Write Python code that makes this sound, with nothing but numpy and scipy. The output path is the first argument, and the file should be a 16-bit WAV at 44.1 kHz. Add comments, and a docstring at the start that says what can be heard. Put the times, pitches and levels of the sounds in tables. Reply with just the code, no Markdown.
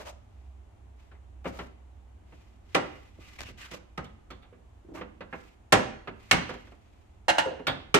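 """An echoing garage with a low rumble, heard through a hand-held phone at the boot of a car.
Rubber weatherstrip is peeled from the rim: stick-slip friction makes it hiss, squeak and judder.
A hand tool taps, scrapes and pries up a plastic trim panel, and loose things are put down in the boot.
The loudest sounds are the clips snapping free: each is an impulse that sets the panel and the steel
body vibrating in their damped modes."""
import sys
import numpy as np
from scipy import signal
from scipy.fft import rfft, irfft
from scipy.io import wavfile
from scipy.ndimage import uniform_filter1d

SR = 44100
rng = np.random.default_rng(int(sys.argv[2]) if len(sys.argv) > 2 else 0)


def store_wav(level_fs):
    """Save 16-bit WAV to argv[1]."""
    pcm = np.round(np.clip(np.atleast_2d(level_fs), -1, 1) * 32767)
    wavfile.write(sys.argv[1], SR, pcm.T.astype(np.int16))


N = 352359
T = np.arange(12000) / SR  # time since an impact, s
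BANDS_HZ = 44 * 2 ** (np.arange(18) / 2)  # half-octave centres

# spectrum of the garage's background noise: frequency_hz, level_db
AIR_SPECTRUM = [(20, -26.5), (40, -15), (63, -9.5), (85, -10.5), (105, -16), (140, -30), (200, -25.5),
                (350, -25.5), (500, -33), (750, -28.5), (1500, -40.5), (3000, -45), (5000, -55),
                (7000, -51.5), (15000, -67)]
# swell of the rumble: start_s, length_s, level_db
RUMBLE_SWELL = [(3.34, 0.33, -51)]
# envelope of the drone: time_s, level_db
DRONE_LEVEL = [(0, -57), (.2, -47), (.28, -85), (.36, -45), (.48, -43.5), (.68, -48.5), (.75, -59),
               (.87, -50), (1.18, -52.5), (1.4, -44.5), (1.9, -51), (2.7, -54.5), (4, -54.5), (8, -79)]

# spectrum of friction noise: frequency_hz, level_db
RUB_SPECTRUM = [(100, -15), (600, 0.5), (1200, 1.5), (2400, 4.5), (4000, -0.5), (7000, -3.5), (10000, -14),
                (14000, -13.5)]
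# weatherstrip sliding off its flange and hands brushing it: start_s, length_s, level_db
SEAL_STROKES = [(.25, 0.38, -74), (.96, 0.18, -66.5), (1.46, .27, -58.5), (2.25, 0.38, -65),
                (2.62, 0.73, -61), (3.19, 0.27, -53.5), (3.387, 0.056, -44.5), (3.425, 0.05, -52),
                (3.466, 0.06, -47), (3.57, 0.15, -45), (3.705, 0.083, -44.5), (5.3, 0.28, -58.5),
                (6.13, 0.72, -58.5), (6.78, 0.46, -70)]
# resonances of the rubber channel: centre_hz, width_hz, gain_db
SEAL_PEAKS = [(1210, 82, 8), (2040, 85, 8), (2440, 130, 4.5), (2860, 2400, 1.5)]
# hand and tool scraping the hollow trim: start_s, length_s, level_db
TRIM_SCRAPES = [(-.015, 0.073, -44.5), (.05, 0.073, -40), (1.44, 0.086, -44), (1.52, 0.17, -48.5),
                (4.937, 0.083, -46)]
# resonances of the scraped trim: centre_hz, width_hz, gain_db
TRIM_PEAKS = [(427, 46, 6.4), (615, 87, 20.5), (905, 130, 14.4), (1260, 33, 14)]
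# squeaks of the sliding rubber: start_s, length_s, first_hz, last_hz, level_db
SQUEAKS = [(3.198, 0.1, 2570, 2900, -56.5), (3.379, 0.027, 2306, 2040, -42),
           (3.41, 0.11, 2960, 2590, -50.5), (3.581, 0.13, 2096, 1282, -51), (3.585, 0.09, 3150, 2410, -51)]
# rubber juddering on its flange: start_s, level_db, pitch_hz
JUDDERS = [(4.886, -33, 325.6)]
# padded bumps: start_s, level_db, pitch_hz, t60_s
BUMPS = [(3.185, -35, 291, 0.032), (3.741, -29.5, 447, 0.029), (4.846, -43, 348, 0.068),
         (6.494, -33, 512, 0.11), (7.457, -17.5, 531, 0.12), (7.48, -25, 535, 0.14),
         (7.595, -26.5, 437, 0.081)]
# the rubber lip flicking off its flange: start_s, level_db, t60_s, pan_db
FLICKS = [(3.39, -12, 0.045, -9), (3.4075, -0.5, 0.0076, 6.5), (3.417, -5.5, 0.012, -4),
          (3.435, -8, 0.011, 4), (3.713, -7, 0.12, -6), (3.735, -8.5, 0.11, -9.5)]

# flicks of the tool's steel shaft: start_s, level_db
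PINGS = [(4.047, -16), (4.304, -9.5), (4.422, -20.5), (7.669, 15)]
# distinct modes of the shaft: frequency_hz, level_db, t60_s
SHAFT_MODES = [(2270, 4, 0.079), (3290, -6, 0.15), (3560, -6, 0.12), (4930, -7, .06)]
# spectrum of its crowded modes: frequency_hz, level_db
SHAFT_SPECTRUM = [(2200, -4), (3000, -3), (3550, 4.5), (4000, -8.5), (4400, -5), (5200, -25), (6500, -28)]
# a hard hollow piece put down, one end after the other: start_s, level_db, rebound_lag_s, rebound_db
CLACKS = [(7.282, 1, .0075, 0), (7.3823, 2.5, .009, -6.5)]
# modes of the hollow piece: frequency_hz, level_db, t60_s
PIECE_MODES = [(315.6, -15, 0.2), (554, -3.5, 0.072), (620, -8, 0.082), (742, 0.5, 0.061), (889, 3.5, 0.04),
               (943, -1, 0.027), (1408, -8.5, 0.035), (1710, -12.5, 0.033), (1828, -3.5, 0.046),
               (1900, -16, 0.041), (2100, -16, 0.039), (2806, -10, 0.05), (2930, -9.5, 0.065),
               (3140, -27, 0.045), (4136, -10, 0.037), (4800, -23, 0.042), (7260, -14, 0.02)]
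# spectrum of its impact: frequency_hz, level_db
CLACK_SPECTRUM = [(100, -13.5), (300, -12), (560, -15), (820, 8.5), (1170, -6), (1550, 4.5), (1850, 3),
                  (2330, -5.5), (2800, 0.5), (3400, -6), (4400, -10.5), (6000, -14), (9000, -18.5),
                  (15000, -38.5)]

# modes of panel and boot together: frequency_hz, level_db, t60_s
PANEL_MODES = [(175, -7.5, 0.28), (261.5, -8, 0.26), (392, 5, 0.098), (515, -2, 0.14), (556.5, 3, 0.073),
               (632.4, -4.5, 0.089), (787, 3.5, 0.16), (956, -3, 0.066), (1117, 2.5, 0.13),
               (1197, 10, 0.037), (1340, 8, 0.064), (1435, 4, 0.037), (1680, -0.5, 0.08),
               (2240, -9.5, 0.085), (2520, 1, 0.044), (2710, -13, 0.3), (3420, -10.5, 0.084),
               (4200, -12, 0.1)]
# tool and fingers touching the trim, each at a spot with its own resonance:
# start_s, level_db, bass_db, treble_db, t60_s, spot_hz, spot_db
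TAPS = [(.001, -5.5, 6.5, -24, 0.12, 430, 6), (.058, -14, 0, -20, .06, 590, 8),
        (.072, -12, -12, -15, .06, 1150, 1), (.094, -14.5, -6, -2, 0.064, 577, 11),
        (1.114, -14.5, 7.5, -31, 0.14, 1520, 2), (1.152, -24, -13, -32, .07, 2040, 10),
        (1.445, -4, 11, -42, 0.074, 830, 6), (1.455, 7, 10.5, -45, 0.11, 543, 4),
        (1.589, 5, 7, -27, 0.11, 1550, -5), (2.323, -13.5, 12, -47, 0.067, 1280, -18),
        (3.483, -17.5, 20, -28, 0.13, 474, -6), (4.043, -14, 13, -10, 0.061, 3000, 15),
        (4.304, -4.5, 10.5, -19.5, 0.11, 1293, 5.5), (4.428, -17, -1, -32, 0.24, 1330, 3),
        (4.526, -18.5, 14, -53, 0.14, 482, 10), (4.948, -4.5, 4, -59, 0.19, 1180, -8),
        (4.972, -2.5, 3, -52, 0.19, 1200, 5), (5.011, 3, 5, -36, 0.095, 506, 3.5),
        (5.207, 0.5, 5.5, -34, 0.096, 518, 3), (5.327, 5.5, 4.5, -61, 0.11, 1700, 2),
        (6.074, 5.5, 5.5, -36.5, 0.1, 1240, 3), (6.492, 5, 4.5, -22, 0.13, 486, -2),
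        (6.539, -4, 9.5, -19, .1, 690, -7), (6.67, -15.5, 5, -21, 0.099, 1950, 2),
        (6.72, -16, 14.5, -31, .06, 684, 7), (7.5949, -10, 16, -47, .07, 850, 8)]
# spectrum of a clip's crack: frequency_hz, level_db
CRACK_SPECTRUM = [(300, -23), (1000, -10), (1600, -9), (2200, -4), (3200, -10), (5000, -12), (7200, -19),
                  (11000, -34.5), (15000, -32.5)]
# spectrum of the panel's response to any snap: frequency_hz, level_db
SNAP_SPECTRUM = [(45, 0), (150, 6.5), (450, 3.5), (1150, 0.5), (1800, 0), (2500, -3), (5000, -17),
                 (7500, -16), (11000, -28), (15000, -34.5)]
# clips letting go: start_s, level_db, thump_db, tilt_db_per_octave, spot_hz, spot_db,
# crack_db, crack_hz, panel_build_s, panel_t60_s, clip_hz, clip_db, pan_db
SNAPS = [(2.746, 21, -17.5, -1.33, 348, -1, -3.5, 2380, 0.0042, 0.17, 2830, 7, -1),
         (3.975, 2.5, -2.5, -2.4, 1255, 7.5, -1.5, 2030, 0.0034, 0.15, 2800, 5, -2),
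         (5.7218, 26.5, 1, 1.32, 620, 2, 0, 1238, 0.0055, 0.16, 1810, 0.5, -2),
         (6.3106, 20, 9, 1.9, 2174, 7.5, 9.5, 2240, 0.021, 0.19, 2550, 8, -1.5),
         (7.6674, 13, -15, -2.8, 1425, 4.5, -1.5, 3200, 0.013, 0.18, 2060, 8, -2.5),
         (7.9411, 23.5, 3, 1.5, 417, 8.5, 0.5, 2600, 0.0028, 0.18, 2570, 7.5, -3)]


def undb(db):
    """Amplitude ratio of a level in decibels."""
    return 10 ** (np.asarray(db) / 20)


def along(hz, points):
    """Interpolation of (frequency_hz, value) points on a logarithmic frequency axis."""
    f, value = np.transpose(points)
    return np.interp(np.log(np.maximum(hz, 1)), np.log(f), value)


def add(out, start_s, sound, pan_db=0):
    """Superposition of a sound on the mix; pan_db is the left level minus the right."""
    i = max(int(start_s * SR), 0)
    out[:, i:i + sound.shape[-1]] += (sound * undb([[pan_db / 2], [-pan_db / 2]]))[:, :N - i]


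def noise_pair(correlation):
    """Partial coherence: left and right white noise from a common and an opposed part."""
    mid, side = rng.standard_normal((2, N))
    return np.sqrt((1 + correlation) / 2) * mid + np.sqrt((1 - correlation) / 2) * np.array([side, -side])


def tint(x, spectrum, peaks=()):
    """Source and filter: a spectral envelope with Lorentzian resonances, scaled to rms 1."""
    f = np.fft.rfftfreq(x.shape[-1], 1 / SR)
    power_gain = 1 + sum(undb(db) ** 2 / (1 + (2 * (f - hz) / width) ** 2) for hz, width, db in peaks)
    y = irfft(rfft(x) * undb(along(f, spectrum)) * np.sqrt(power_gain), x.shape[-1])
    return y / np.sqrt(np.mean(y ** 2))


def waver(count):
    """Band-limited fluctuation through count random values, with a spread near 1."""
    return signal.resample(rng.standard_normal(count), N)


def swells(strokes, rise_share=0.23, steepness=0.94):
    """Amplitude envelope in which each stroke rises quickly and eases off."""
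    t, out = np.arange(N) / SR, 0
    for start_s, length_s, db in strokes:
        arc = np.interp(t, [start_s, start_s + length_s * rise_share, start_s + length_s], [0, 1, 0])
        out = out + undb(db) * np.sin(np.pi / 2 * arc) ** steepness
    return out


def hump(centre_hz, db, octaves):
    """A broad resonance, as a gain in dB for each band."""
    return db * np.exp(-(np.log2(BANDS_HZ / centre_hz) / octaves) ** 2)


def coherent_bass(treble_correlation):
    """Correlation against frequency: long waves reach both microphones alike."""
    return lambda hz: treble_correlation + (1 - treble_correlation) / (1 + (hz / 300) ** 4)


def dense_ring(spectrum, envelope, correlation, size=len(T)):
    """High modal overlap: crowded modes act as half-octave noise bands, each with its own envelope."""
    f, out = np.fft.rfftfreq(size, 1 / SR), 0
    mid, side = rfft(rng.standard_normal((2, size)))
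    gain, octave = undb(along(f, spectrum)), np.log2(np.maximum(f, 1))
    for hz in BANDS_HZ:
        band = gain * (abs(octave - np.log2(hz)) < 1 / 4)
        c = correlation(hz)
        noise = np.sqrt(1 + c) * mid + np.sqrt(1 - c) * np.array([side, -side])
        ring = irfft(band * noise, size) * envelope(hz)
        energy_share = np.mean(band ** 2)
        out = out + ring * np.sqrt(energy_share / np.sum(ring ** 2, axis=1, keepdims=True))
    return out


def blow(spectrum, t60, correlation, crack_t60=0.0034, crack_db=10, crack_hz=1800,
         build_s=0.013, contact_s=0.0015, damping_hz=11000):
    """Impact response: a brief treble crack, bass that builds slowly, damping that grows with pitch."""
    def envelope(hz):
        attack = 1 - np.exp(-T / (contact_s + build_s * 500 / hz))
        crack = undb(crack_db) * hz / (hz + crack_hz) * undb(-60 * T / crack_t60)
        decay = undb(-60 * T / t60 * (1 + (hz / damping_hz) ** 2))
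        return attack * (crack + decay)
    return dense_ring(spectrum, envelope, coherent_bass(correlation))


def modes(table, phase_gap_rad, scatter_db=2, detune=0.0068, rise_s=0.0012):
    """Free vibration: damped sinusoids, varied at each strike and out of phase at the two microphones."""
    out = 0
    for hz, db, t60 in table:
        pitch_draw, phase_draw, gap_draw, level_draw = rng.standard_normal(4)
        phase = 2 * np.pi * (hz * (1 + detune * pitch_draw) * T + phase_draw)
        right_shift = np.array([[0], [1]]) * (phase_gap_rad + gap_draw / 2) * min(hz / 500, 1)
        out = out + undb(db + scatter_db * level_draw - 60 * T / t60) * np.sin(phase + right_shift)
    return out * (1 - np.exp(-T / rise_s))


def contact_spectrum(bass_db, treble_db):
    """Spectrum of a light impact: its weight sets the bass, its hardness the treble."""
    return [(60, bass_db - 14), (150, bass_db - 2), (330, bass_db), (800, 1), (1500, 0), (2700, -5),
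            (4500, treble_db / 2 - 3), (7000, treble_db + 1), (10000, treble_db - 13),
            (14000, treble_db - 17)]


def background(rumble_db=-52, waver_db=1, air_db=-54, crossover_hz=230):
    """Ambient noise: a wavering, nearly coherent rumble below steady, incoherent air noise."""
    out = np.zeros((2, N))
    low, high = (signal.butter(4, crossover_hz, kind, fs=SR, output="sos") for kind in ("low", "high"))
    envelope = undb(rumble_db + waver_db * waver(24)) + swells(RUMBLE_SWELL)
    add(out, 0, envelope * signal.sosfilt(low, tint(noise_pair(0.9), AIR_SPECTRUM)), pan_db=-2)
    add(out, 0, undb(air_db) * signal.sosfilt(high, tint(noise_pair(0.024), AIR_SPECTRUM)))
    return out


def drone(first_hz=66.2, sag_hz_per_s=1.4, hum_hz=51.2, hum_db=-64):
    """A linear downward glide, like a far engine slowing, beside a faint steady hum."""
    t, out = np.arange(N) / SR, np.zeros((2, N))
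    phase = 2 * np.pi * np.cumsum(first_hz - sag_hz_per_s * t) / SR
    tone = undb(np.interp(t, *np.transpose(DRONE_LEVEL))) * np.sin(phase)
    hum = undb(hum_db) * np.sin(2 * np.pi * hum_hz * t)
    add(out, 0, np.sqrt(2) * (tone + hum), pan_db=-3.5)
    return out


def rubbing(strokes, peaks, grain_db, pan_db, grain_samples=60, grip_waver_db=2):
    """Stick-slip friction: grainy hiss under an uneven grip excites the resonances of what is rubbed."""
    out = np.zeros((2, N))
    grain_gains = undb(grain_db * rng.standard_normal(N // grain_samples + 1))
    grains = uniform_filter1d(np.repeat(grain_gains, grain_samples)[:N], size=30)
    grip = undb(grip_waver_db * waver(700))
    hiss = tint(noise_pair(0.16) * grains, RUB_SPECTRUM, peaks)
    add(out, 0, grip * swells(strokes) * hiss, pan_db)
    return out


def seal_squeaks(width_hz=420):
    """Rough stick-slip oscillation: a narrow band whose pitch glides as the rubber stretches."""
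    out = np.zeros((2, N))
    roughness = signal.sosfilt(signal.butter(2, width_hz / 2, fs=SR, output="sos"), noise_pair(0.22))
    roughness /= roughness.std()
    for start_s, length_s, first_hz, last_hz, db in SQUEAKS:
        n, i = int(length_s * SR), int(start_s * SR)
        phase = 2 * np.pi * np.cumsum(np.geomspace(first_hz, last_hz, n)) / SR
        tone = np.sqrt(2) * np.sin(phase) * np.hanning(n)
        add(out, start_s, undb(db) * tone * roughness[:, i:i + n], pan_db=-2)
    return out


def seal_judder(slips=4, period_s=0.03, t60=0.077):
    """Relaxation oscillation: evenly spaced slips of the rubber, listed as padded bumps."""
    return [(start_s + k * period_s, db, hz, t60) for start_s, db, hz in JUDDERS for k in range(slips)]


def bumps(contacts):
    """A soft contact carries little treble, so it excites only low resonances and a dull thud."""
    out = np.zeros((2, N))
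    for start_s, db, hz, t60 in contacts:
        spectrum = [(hz / 8, -20), (hz / 3, -14), (hz, 0), (hz * 2, -14), (hz * 8, -45), (15000, -65)]
        thud = undb(38) * blow(spectrum, t60, correlation=0.13)
        tone = modes([(hz, 0, t60), (hz * 0.303, -20, t60)], 0.38, scatter_db=0, rise_s=0.004)
        add(out, start_s, undb(db) * (tone + thud), pan_db=-2)
    return out


def seal_flicks(bass_db_per_s=100, lead_s=0.00108):
    """Elastic release: the lip ticks, and the longer it flaps the more bass it shakes from the flange."""
    out = np.zeros((2, N))
    for start_s, db, t60, pan_db in FLICKS:
        spectrum = contact_spectrum(bass_db_per_s * t60, treble_db=-11)
        tick = blow(spectrum, t60, correlation=0.26, crack_t60=t60 / 4, crack_db=4,
                    build_s=0.0011, contact_s=t60 / 25)
        add(out, start_s - lead_s, undb(db - 1) * tick, pan_db)
    return out


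def shaft_pings():
    """Free vibration of the tool's steel shaft after it slips off an edge."""
    out = np.zeros((2, N))
    for start_s, db in PINGS:
        hit = blow(SHAFT_SPECTRUM, t60=0.19, correlation=0.4, crack_db=4)
        ring = undb(-41) * modes(SHAFT_MODES, 0.5, detune=0.0046)
        add(out, start_s, undb(db) * (hit + ring), pan_db=-3)
    return out


def piece_clacks(strikes=3, spacing_exponent=0.9):
    """Rebound: the hollow piece chatters at shrinking intervals, each strike exciting its modes."""
    out = np.zeros((2, N))
    for start_s, db, lag_s, rebound_db in CLACKS:
        for k in range(strikes):
            ring = undb(-16) * modes(PIECE_MODES, 1.97, detune=0.0024, rise_s=0.0015)
            hit = undb(15.5) * blow(CLACK_SPECTRUM, t60=0.12, correlation=-0.29,
                                    build_s=0.0018, damping_hz=9000)
            strike_s = start_s + lag_s * k ** spacing_exponent
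            add(out, strike_s, undb(db + k * rebound_db) * (ring + hit), pan_db=-3)
    return out


def trim_taps(spot_t60=0.047, lead_s=0.0005):
    """Point excitation: a light contact rings the panel's modes and the resonance of the touched spot."""
    out = np.zeros((2, N))
    for start_s, db, bass_db, treble_db, t60, spot_hz, spot_db in TAPS:
        spectrum = contact_spectrum(bass_db, treble_db)
        spot_gain = undb(spot_db - 39 + along(spot_hz, spectrum))
        spot = spot_gain * modes([(spot_hz, 0, spot_t60)], 0.6, scatter_db=0)
        panel = undb(-55) * modes(PANEL_MODES, 1.1, rise_s=0.0019)
        hit = undb(-1) * blow(spectrum, t60, correlation=0.57, crack_t60=0.0052, crack_db=13,
                              build_s=0.012, contact_s=0.002)
        pan_db = np.interp(start_s, [1.5, 3], [2, -3.5])  # drifts right as the phone turns
        add(out, start_s - lead_s, undb(db) * (hit + panel + spot), pan_db)
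    return out


def barb_crack(centre_hz, barbs=3, first_s=0.0008, gap_s=0.0023, tick_s=0.00095):
    ages = np.maximum(T - first_s - gap_s * np.arange(barbs)[:, None], 0) / tick_s
    ticks = np.sum(ages * np.exp(-ages), axis=0)
    band_db = along(BANDS_HZ, CRACK_SPECTRUM) + hump(centre_hz, db=7, octaves=0.4)
    return dense_ring(list(zip(BANDS_HZ, band_db)), lambda hz: ticks, correlation=lambda hz: 0.29)


def clip_snaps(spot_t60=0.095, clip_t60=0.14, pivot_hz=1200, thump_hz=220, panel_lag_s=0.00128):
    """Impulse excitation: a freed clip cracks and rings, then the panel and the levered spot respond."""
    out = np.zeros((2, N))
    for (start_s, db, thump_db, tilt, spot_hz, spot_db, crack_db, crack_hz,
         build_s, t60, clip_hz, clip_db, pan_db) in SNAPS:
        band_db = along(BANDS_HZ, SNAP_SPECTRUM) + tilt * np.log2(BANDS_HZ / pivot_hz)
        band_db += thump_db / (1 + (BANDS_HZ / thump_hz) ** 2)
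        band_db += hump(spot_hz, db=3, octaves=1)
        spectrum = list(zip(BANDS_HZ, band_db))
        driven_modes = [(hz, level + along(hz, spectrum), ring_s) for hz, level, ring_s in PANEL_MODES]
        panel = undb(-50) * modes(driven_modes, 1.4, detune=0.0029, rise_s=build_s / 2)
        spot = undb(spot_db - 39) * modes([(spot_hz, 0, spot_t60)], 1.3, scatter_db=3,
                                          detune=0.002, rise_s=0.0017)
        crack = undb(crack_db) * barb_crack(crack_hz)
        clip = undb(clip_db - 49) * modes([(clip_hz, 0, clip_t60)], 4.2, scatter_db=3, detune=0.002)
        body = blow(spectrum, t60, correlation=0, build_s=build_s, contact_s=0.0024, damping_hz=8100)
        add(out, start_s, undb(db) * (crack + clip), pan_db)
        add(out, start_s + panel_lag_s, undb(db) * (body + panel + spot), pan_db)
    return out


def garage_echo(x, build_s=0.0044):
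    """Reverberation: convolution with a diffuse decay in which the bass lasts longest."""
    t = np.arange(SR) / SR
    t60_by_hz = [(80, 0.65), (250, 0.49), (500, 0.5), (1000, 0.47), (2500, 0.57), (6000, 0.44),
                 (14000, 0.17)]
    spectrum = [(60, -8), (250, -2.5), (500, -6), (1000, -7.5), (3000, -10.5), (7000, -10.5),
                (14000, -15.5)]
    onset = 1 - np.exp(-(t / build_s) ** 2)
    response = dense_ring(spectrum, lambda hz: onset * undb(-60 * t / along(hz, t60_by_hz)),
                          coherent_bass(-0.51), len(t))
    return signal.fftconvolve(x, response, axes=1)[:, :N]


def scene(friction_echo_db=-3):
    """Superposition of direct sound, echo and background; friction feeds the echo less than impacts do."""
    friction = seal_squeaks() + rubbing(SEAL_STROKES, SEAL_PEAKS, grain_db=-0.5, pan_db=0.5)
    friction += rubbing(TRIM_SCRAPES, TRIM_PEAKS, grain_db=1, pan_db=0)
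    impacts = clip_snaps() + trim_taps() + seal_flicks() + piece_clacks() + shaft_pings()
    impacts += bumps(BUMPS + seal_judder())
    left, right = impacts + friction
    direct = np.array([left, np.pad(right, (4, 0))[:N]])  # reaches the left microphone 4 samples sooner
    return direct + garage_echo(impacts + undb(friction_echo_db) * friction) + drone() + background()


def record(dry, top_hz=14800):
    """Soft saturation and band limiting: the phone rounds the highest peaks and cuts the top."""
    lowpass = signal.ellip(8, 0.2, 70, top_hz, fs=SR, output="sos")
    return signal.sosfilt(lowpass, np.tanh(0.7 * dry) / 0.96)


dry = scene()
out = record(dry)
store_wav(out)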